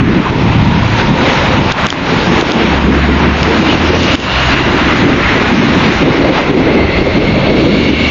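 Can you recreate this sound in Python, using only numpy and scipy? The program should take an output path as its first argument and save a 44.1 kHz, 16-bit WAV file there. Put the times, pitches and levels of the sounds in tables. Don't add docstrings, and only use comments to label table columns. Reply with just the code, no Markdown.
import sys
import numpy as np
from scipy import signal
from scipy.io import wavfile
from scipy.ndimage import uniform_filter1d, minimum_filter1d

SR = 44100
rng = np.random.default_rng(int(sys.argv[2]) if len(sys.argv) > 2 else 0)


def generate_wav(signal):
    frames = np.transpose(np.atleast_2d(signal))
    scaled = np.clip(frames, -1, 1) * 32767
    pcm = np.round(scaled).astype(np.int16)
    wavfile.write(sys.argv[1], SR, pcm)


def natural_amplitude(level_db):
    exponent = np.asarray(level_db, float) / 20
    return 10 ** exponent


N = 357233


def evened(x):
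    return x / np.sqrt(np.mean(x ** 2) + 1e-20)


def columns(rows, t):
    s, *values = np.transpose(rows)
    return [np.interp(t, s, v) for v in values]


def bumps_db(rows, t):
    total_db = 0
    for s, length, db in rows:
        phase = np.pi * np.clip((t - s) / length, -.5, .5)
        total_db = total_db + db * np.cos(phase) ** 2
    return total_db


def wander(count, span):
    smooth = uniform_filter1d(rng.standard_normal(count), span)
    return evened(uniform_filter1d(smooth, span))


def turbulence(colour, size, patchy_db, flicker_db, flicker, pitch):
    hop = size // 4
    at = np.minimum(np.arange(N // hop + 5) * hop, N - 1)
    hz = np.fft.rfftfreq(size, 1 / SR)
    a, b, patches = rng.standard_normal((len(at), len(hz), 3)).T
    patches = uniform_filter1d(patches, 1 + 6000 // size, 0)
    patches = evened(uniform_filter1d(patches, 1 + 3000 // hop, 1))
    f, db = np.transpose(colour)
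    shape_db = np.interp(np.log(hz[:, None] / pitch[at] + 1), np.log(f), db, left=-90, right=-90)
    field_db = shape_db + patchy_db * patches + flicker_db * flicker[at]
    noise = signal.istft((a + 1j * b) * natural_amplitude(field_db), nperseg=size, noverlap=size - hop)[1]
    return evened(noise[:N])


def resonate(x, hz, width):
    turn = np.exp(2j * np.pi * np.cumsum(hz) / SR)
    r = np.exp(-np.pi * width / SR)
    return 2 * (turn * signal.lfilter([1 - r], [1, -r], x / turn)).real


def blurred(hz, width):
    once = resonate(rng.standard_normal(len(hz)), hz, width)
    return evened(resonate(once, hz, width))


def swell(out, s, length, hz, width_hz, db):
    size = round(length * SR)
    at = round(s * SR) - size // 2
    out[at:at + size] += natural_amplitude(db) * np.hanning(size) * blurred(np.full(size, hz), width_hz)


# time in seconds, frequency in Hz, level in dB.
STREET_HUM = [(0, 944, -36), (.5, 878, -22), (1.0, 932, -23.5), (2.0, 887, -24.5), (4.6, 1043, -32),
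              (5.3, 888, -40.5), (6.8, 607, -39.5), (7.5, 560, -13.5), (8.1, 598, -43)]


def street_hum(t):
    hz, db = columns(STREET_HUM, t)
    return natural_amplitude(db) * blurred(hz, 200)


# time in seconds, firing frequency in Hz, level in dB.
ENGINES = [
    [(.3, 116, -15.5), (.6, 112.3, -24.5), (.95, 111.6, -15), (1.25, 112, -46)],
    [(2.5, 65, -42.5), (2.7, 67.45, -17.5), (3.05, 69.1, -13), (3.55, 75.5, -22), (3.95, 82.5, -15.5),
     (4.6, 92.3, -36)],
    [(3.7, 55.7, -35), (4.0, 60, -35.5), (4.45, 64.6, -15), (4.75, 67.6, -22.5), (5.1, 69.2, -32.5),
     (7.0, 69.4, -31.5), (7.4, 72.6, -29.5), (8.1, 75.6, -19.5)],
]
OVERTONES_DB = [-12.5, -9, -4]


def engine(rows, over_db):
    t = np.arange(N) / SR
    hz, level_db = columns(rows, t)
    turns = 2 * np.pi * np.cumsum(hz * (1 + .011 * wander(N, 2500))) / SR
    overtones = np.sin(2 * turns) + 0.27 * np.sin(3 * turns)
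    tone = np.sin(turns) + natural_amplitude(over_db) * overtones
    running = (t > rows[0][0]) * (t < rows[-1][0])
    return np.sqrt(2) * natural_amplitude(level_db) * tone * running


def eddy_dips():
    eddies = (rng.random(N) < 60 / SR) * np.minimum(rng.exponential(1, N), 2.5)
    u = np.arange(-300, 301) / SR
    dip = (1 - (u / 0.0014) ** 2 * 0.99) * np.exp(-.5 * (u / 0.0013) ** 2)
    dips = -signal.oaconvolve(eddies, dip, "same")
    return evened(dips - uniform_filter1d(dips, 900))


# time in seconds, level in dB, pitch factor.
STREET = [(0, -5, 0.85), (.35, -11.5, 0.95), (.6, -13.5, 0.76), (1.0, -20, 1.05), (1.4, -19, 0.98),
          (1.62, -18, 0.97), (2.1, -9.5, 0.9), (2.5, -9.5, 0.94), (3.0, -9, 0.98), (3.5, -11.5, 0.93),
          (4.05, -9.5, 0.97), (4.7, -14, 1.01), (5.1, -5.5, 0.97), (5.6, -10, 0.87), (6.1, -4, 1.13),
          (6.8, -10.5, 1.18), (7.5, -7, 1.05), (8.1, -15, 0.99)]
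# frequency in Hz, density in dB.
BOOM_COLOUR = [(70, -39), (140, -7), (200, -0.5), (300, 1), (450, -6.5), (650, -16.5), (1200, -55.5)]
# centre in seconds, length in seconds, change in dB.
LULLS = [(.5, 0.048, 5), (1.0, 0.067, -2.5), (1.77, 0.047, 2.5), (2.25, 0.35, -4), (2.73, 0.36, -4.5),
         (3.37, 0.11, -2), (3.72, 0.12, 1.5), (3.87, .1, -0.5), (4.4, 0.34, -7.5), (5.28, 0.36, -6.5),
         (5.62, 0.14, -3.5), (5.96, .17, -11.5), (6.92, 0.3, -0.5), (7.83, 0.1, 0.5)]


def street_boom(t, dips):
    level_db, pitch = columns(STREET, t)
    level_db = level_db + bumps_db(LULLS, t)
    boom = turbulence(BOOM_COLOUR, size=1024, patchy_db=3.0, flicker_db=2.0, flicker=wander(N, 900), pitch=pitch)
    return natural_amplitude(level_db) * (boom + 0.18 * dips)


# time in seconds, strength in dB.
WIND = [(0, -3.5), (.25, -18), (.6, -11.5), (1.1, -20), (1.55, -15.5), (1.8, -22), (2.15, -17.5),
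        (2.55, -26), (2.8, -20.5), (3.3, -26), (3.8, -19.5), (4.4, -19), (4.9, -17.5), (5.3, -19),
        (5.65, -22), (6.3, -18.5), (7.25, -13), (8.1, -23)]
# frequency in Hz, density in dB.
BUFFET_COLOUR = [(15, -25), (30, -14.5), (60, -2), (110, -4), (160, -5.5), (260, -17), (500, -56)]


def wind(t, dips):
    strength_db, = columns(WIND, t)
    _, pitch = columns(STREET, t)
    buffet = turbulence(BUFFET_COLOUR, size=2048, patchy_db=-1.3, flicker_db=-0.5,
                        flicker=wander(N, 2000), pitch=1 / pitch)
    return natural_amplitude(strength_db) * (buffet + 0.36 * dips)


def air():
    t, dips = np.arange(N) / SR, eddy_dips()
    return street_hum(t) + street_boom(t, dips) + wind(t, dips)


# centre in seconds, length in seconds, frequency in Hz, level in dB.
THUMPS = [
    (.52, 0.13, 210, -20.5),
    (0.586, 0.049, 109, -9),
    (0.659, .04, 128, -23),
    (0.686, 0.038, 119, -11.5),
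    (0.772, 0.096, 166, -11.5),
    (0.942, 0.058, 100, -13),
    (1.121, 0.15, 165, -8),
    (1.599, .14, 127, -11),
]


def gust_thumps():
    out = np.zeros(N)
    for s, length, hz, db in THUMPS:
        swell(out, s, length, hz, width_hz=110, db=db)
    return out


# start in seconds, peak in dB, ring in Hz, decay by 60 dB in seconds,
# second contact in dB against the first.
KNOCKS = [(1.719, 1, 3000, 0.0035, -15), (1.7222, 7, 3560, 0.0029, -24), (1.868, 15, 3510, 0.0019, -18),
          (1.887, 2, 2510, 0.0079, -11), (1.9037, 14.5, 3170, 0.0043, -5.5),
          (1.918, -10, 4680, 0.0073, -13), (1.9262, 13.5, 865, 0.0033, -20.5),
          (2.412, 1.5, 3660, 0.0033, -15), (2.426, 5.5, 363, .012, -22), (2.4993, -2, 2730, 0.0029, -11),
          (2.5195, 4, 3980, 0.0034, -6), (3.43, 2, 2540, 0.0048, -2), (4.0328, 2.5, 2950, 0.0032, -6.5),
          (4.154, 11.5, 2600, 0.006, -4), (4.201, 0, 2880, .007, -5), (7.0238, 5, 330, .012, -25),
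          (7.136, -5.5, 302, 0.007, -29)]


def knocks():
    out, u = np.zeros(N + 900), np.arange(800) / SR
    cracks = rng.standard_normal((len(KNOCKS), 800))
    for (s, db, hz, t60, again_db), crack in zip(KNOCKS, cracks):
        curve, width = np.full(800, hz), 1.3 * hz
        crack = evened(resonate(resonate(crack, curve, width), curve, width))
        onset = np.minimum(u * hz * 8, 1)
        ring = (np.sin(2 * np.pi * hz * u) + .55 * crack) * natural_amplitude(-60 * u / t60) * onset
        ring = -ring / abs(ring).max() * natural_amplitude(db)
        at = round(s * SR)
        out[at:at + 800] += ring
        out[at + 26:at + 826] += natural_amplitude(again_db) * ring
    return out[:N]


# centre in
# seconds, length in seconds, frequency in Hz, width as a share of that frequency, level in dB.
SURGES = [(.268, 0.076, 1000, 0.37, -14.5), (0.998, .08, 1290, 1.7, -15.5), (1.33, 1.0, 529, 0.1, -22),
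          (1.384, .4, 1770, 1.1, -27), (1.798, .14, 1190, 1.9, -17), (1.832, .07, 4000, .06, -27),
          (1.913, 0.11, 4140, 0.65, -20), (3.711, 0.11, 2680, .48, -11), (4.184, 0.055, 3300, 0.8, -22),
          (4.9, 0.17, 1510, .8, -22), (5.273, 0.29, 1960, 0.52, -16), (5.924, 0.11, 1620, 1.1, -14),
          (6.075, .07, 480, 0.81, -10), (6.251, .025, 1200, 0.59, -17.5), (7.072, .05, 500, .8, -12)]


def noise_surges():
    out = np.zeros(N)
    for s, length, hz, share, db in SURGES:
        swell(out, s, length, hz, share * hz, db)
    return out


# time in seconds, lower frequency in Hz, lower level in dB, upper level in dB.
WHISTLE = [(3.5, 2120, -54, -33), (4.3, 2060, -35.5, -18), (4.6, 2025, -33, -22.5), (5.0, 2060, -28.5, -41),
           (5.7, 2090, -28.5, -43), (6.8, 2084, -19.5, -28), (7.3, 2176, -22.5, -28),
           (7.7, 2220, -23.5, -27), (8.1, 2240, -18, -19.5)]


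def nozzle_whistles(t):
    low_hz, low_db, high_db = columns(WHISTLE, t)
    high_hz = low_hz * np.interp(t, [4.8, 5.8], [1.37, 1.25])
    return natural_amplitude(low_db) * blurred(low_hz, 270) + natural_amplitude(high_db) * blurred(high_hz, 320)


# time in seconds, level in dB.
SHOULDER = [(5.6, -52), (6.5, -30.5), (7.6, -26), (8.1, -26.5)]
SHOULDER_HZ = [3000, 4600]


def jet_shoulder(t):
    level_db, = columns(SHOULDER, t)
    band = signal.firwin(201, SHOULDER_HZ, pass_zero=False, fs=SR)
    return natural_amplitude(level_db) * evened(signal.oaconvolve(rng.standard_normal(len(t)), band, "same"))


# time in seconds, power in dB, brightness in dB, roar pitch factor.
FLAME = [(0, -17.5, 0, 1.33), (.45, -22, 0, 0.77), (1.0, -22, 2, 1), (1.13, -23, 1.5, 0.88),
         (1.3, -16.5, 1, 0.92), (1.62, -22.5, 1, 0.81), (1.8, -17, -0.5, 1), (2.1, -16.5, 2, 1),
         (2.3, -20.5, 1.5, 1), (2.62, -16, 0, 0.76), (3.0, -20.5, 0.5, 1.17), (3.4, -20.5, 0.5, 0.98),
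         (4.05, -16, 3, 0.9), (4.5, -15, 2, 1.1), (5.2, -18, 0.5, 1.22), (5.9, -16.5, 1.5, .95),
         (6.8, -21, -1.5, 0.83), (8.1, -23, 3, 0.87)]
# centre in seconds, length in seconds, change in dB.
GULPS = [(.35, .15, -3), (2.85, 0.24, -3.5), (3.72, 0.17, 3.5), (3.87, 0.14, -0.5), (4.68, 0.34, -3.5),
         (5.0, 0.12, 0.5), (5.62, 0.44, -2), (6.38, 0.17, 6), (6.52, .12, -1), (7.25, 0.21, 0.5),
         (7.62, .15, 0)]
# frequency in Hz, density in dB.
ROAR_COLOUR = [(250, -48), (500, 1.5), (700, 1.5), (950, 2), (1300, 0), (1800, -4), (3000, -26.5)]
HISS_COLOUR = [(800, -32.5), (1400, -2), (2100, 2.5), (2700, 1), (3300, -5), (4200, -16.5), (6000, -33.5)]
FIZZ_COLOUR = [(2200, -39), (3300, -5), (3800, -2.5), (4500, -8), (5300, -10.5), (6800, -17), (8000, -32)]


def burner():
    t = np.arange(N) / SR
    power_db, bright_db, pitch = columns(FLAME, t)
    hiss_db = power_db + bumps_db(GULPS, t)
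    roar_db = hiss_db + 3 - 0.76 * bright_db
    fizz_db = hiss_db - 9 + 1.4 * bright_db
    flutter = evened(wander(N, 1800) + .5 * wander(N, 400))
    steady = np.ones(N)
    roar = turbulence(ROAR_COLOUR, size=512, patchy_db=-0.56, flicker_db=0.7, flicker=flutter, pitch=pitch)
    hiss = turbulence(HISS_COLOUR, size=512, patchy_db=0.35, flicker_db=0.63, flicker=flutter, pitch=steady)
    fizz = turbulence(FIZZ_COLOUR, size=512, patchy_db=1.33, flicker_db=0.3, flicker=flutter, pitch=steady)
    flame = natural_amplitude(roar_db) * roar + natural_amplitude(hiss_db) * hiss + natural_amplitude(fizz_db) * fizz
    on = t > WHISTLE[0][0]
    flame[on] += nozzle_whistles(t[on]) + jet_shoulder(t[on])
    return flame


def scene():
    engines = sum(map(engine, ENGINES, OVERTONES_DB))
    return (air() + engines + gust_thumps() + knocks() + noise_surges() + burner())[None]


# frequency in Hz, threshold in dB against the local level.
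THRIFT = [(3600, -30), (4400, -12), (4700, -5), (6500, -2.5), (7150, 0), (7300, 6), (8000, 6)]
# frequency in Hz, gain in dB.
EDGE = [(7080, 0), (7220, -8), (7900, -6.5), (8050, -77)]


def thin_treble(x):
    frame = dict(nperseg=4096, noverlap=2048, window="cosine")
    hz, t, z = signal.stft(x, SR, **frame)
    level = np.sqrt(uniform_filter1d(abs(z) ** 2, size=41, axis=0) + 1e-20)
    luck = uniform_filter1d(rng.standard_normal(z.shape), size=11, axis=0)
    luck = evened(uniform_filter1d(luck, size=2, axis=1))
    threshold_db = np.interp(hz, *np.transpose(THRIFT))[:, None]
    step = level * natural_amplitude(threshold_db + 7 * luck)
    sharp = abs(t[:, None] - np.transpose(KNOCKS)[0]).min(axis=1) < 2048 / SR
    kept = (abs(z) > step) | sharp & (hz < EDGE[0][0])[:, None]
    z = z * kept * natural_amplitude(np.interp(hz, *np.transpose(EDGE)))[:, None]
    x = signal.istft(z, SR, **frame)[1][:N]
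    mirror = x * np.cos(2 * np.pi * 16000 * np.arange(N) / SR)
    band = signal.firwin(801, [9000, 15750], pass_zero=False, fs=SR)
    return x + natural_amplitude(-50.0) * signal.oaconvolve(mirror, band, "same")


def held_db(x, fall_db):
    fall = np.arange(N) * fall_db / SR
    peak_db = np.maximum.accumulate(20 * np.log10(abs(x) + 1e-9) + fall) - fall
    return np.maximum(peak_db, 0)


def band_limit(x):
    return signal.sosfilt(signal.butter(12, 15800, fs=SR, output="sos"), x)


def record(dry):
    x = natural_amplitude(2.0) * signal.oaconvolve(dry[0], signal.firwin(201, 8200, fs=SR), "same")
    keep = np.exp(-1 / (.06 * SR))
    rider_db = 0.87 * signal.lfilter([1 - keep], [1, -keep], held_db(x, fall_db=80.5))
    x = x / natural_amplitude(rider_db)
    ahead_db = -minimum_filter1d(-held_db(x, fall_db=152.0), size=81, origin=-40)
    x = x / natural_amplitude(uniform_filter1d(ahead_db, size=61, origin=30))
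    x = np.clip(natural_amplitude(-.07) * thin_treble(x), -1, 1)
    return band_limit(x[None])


dry = scene()
out = record(dry)
generate_wav(out)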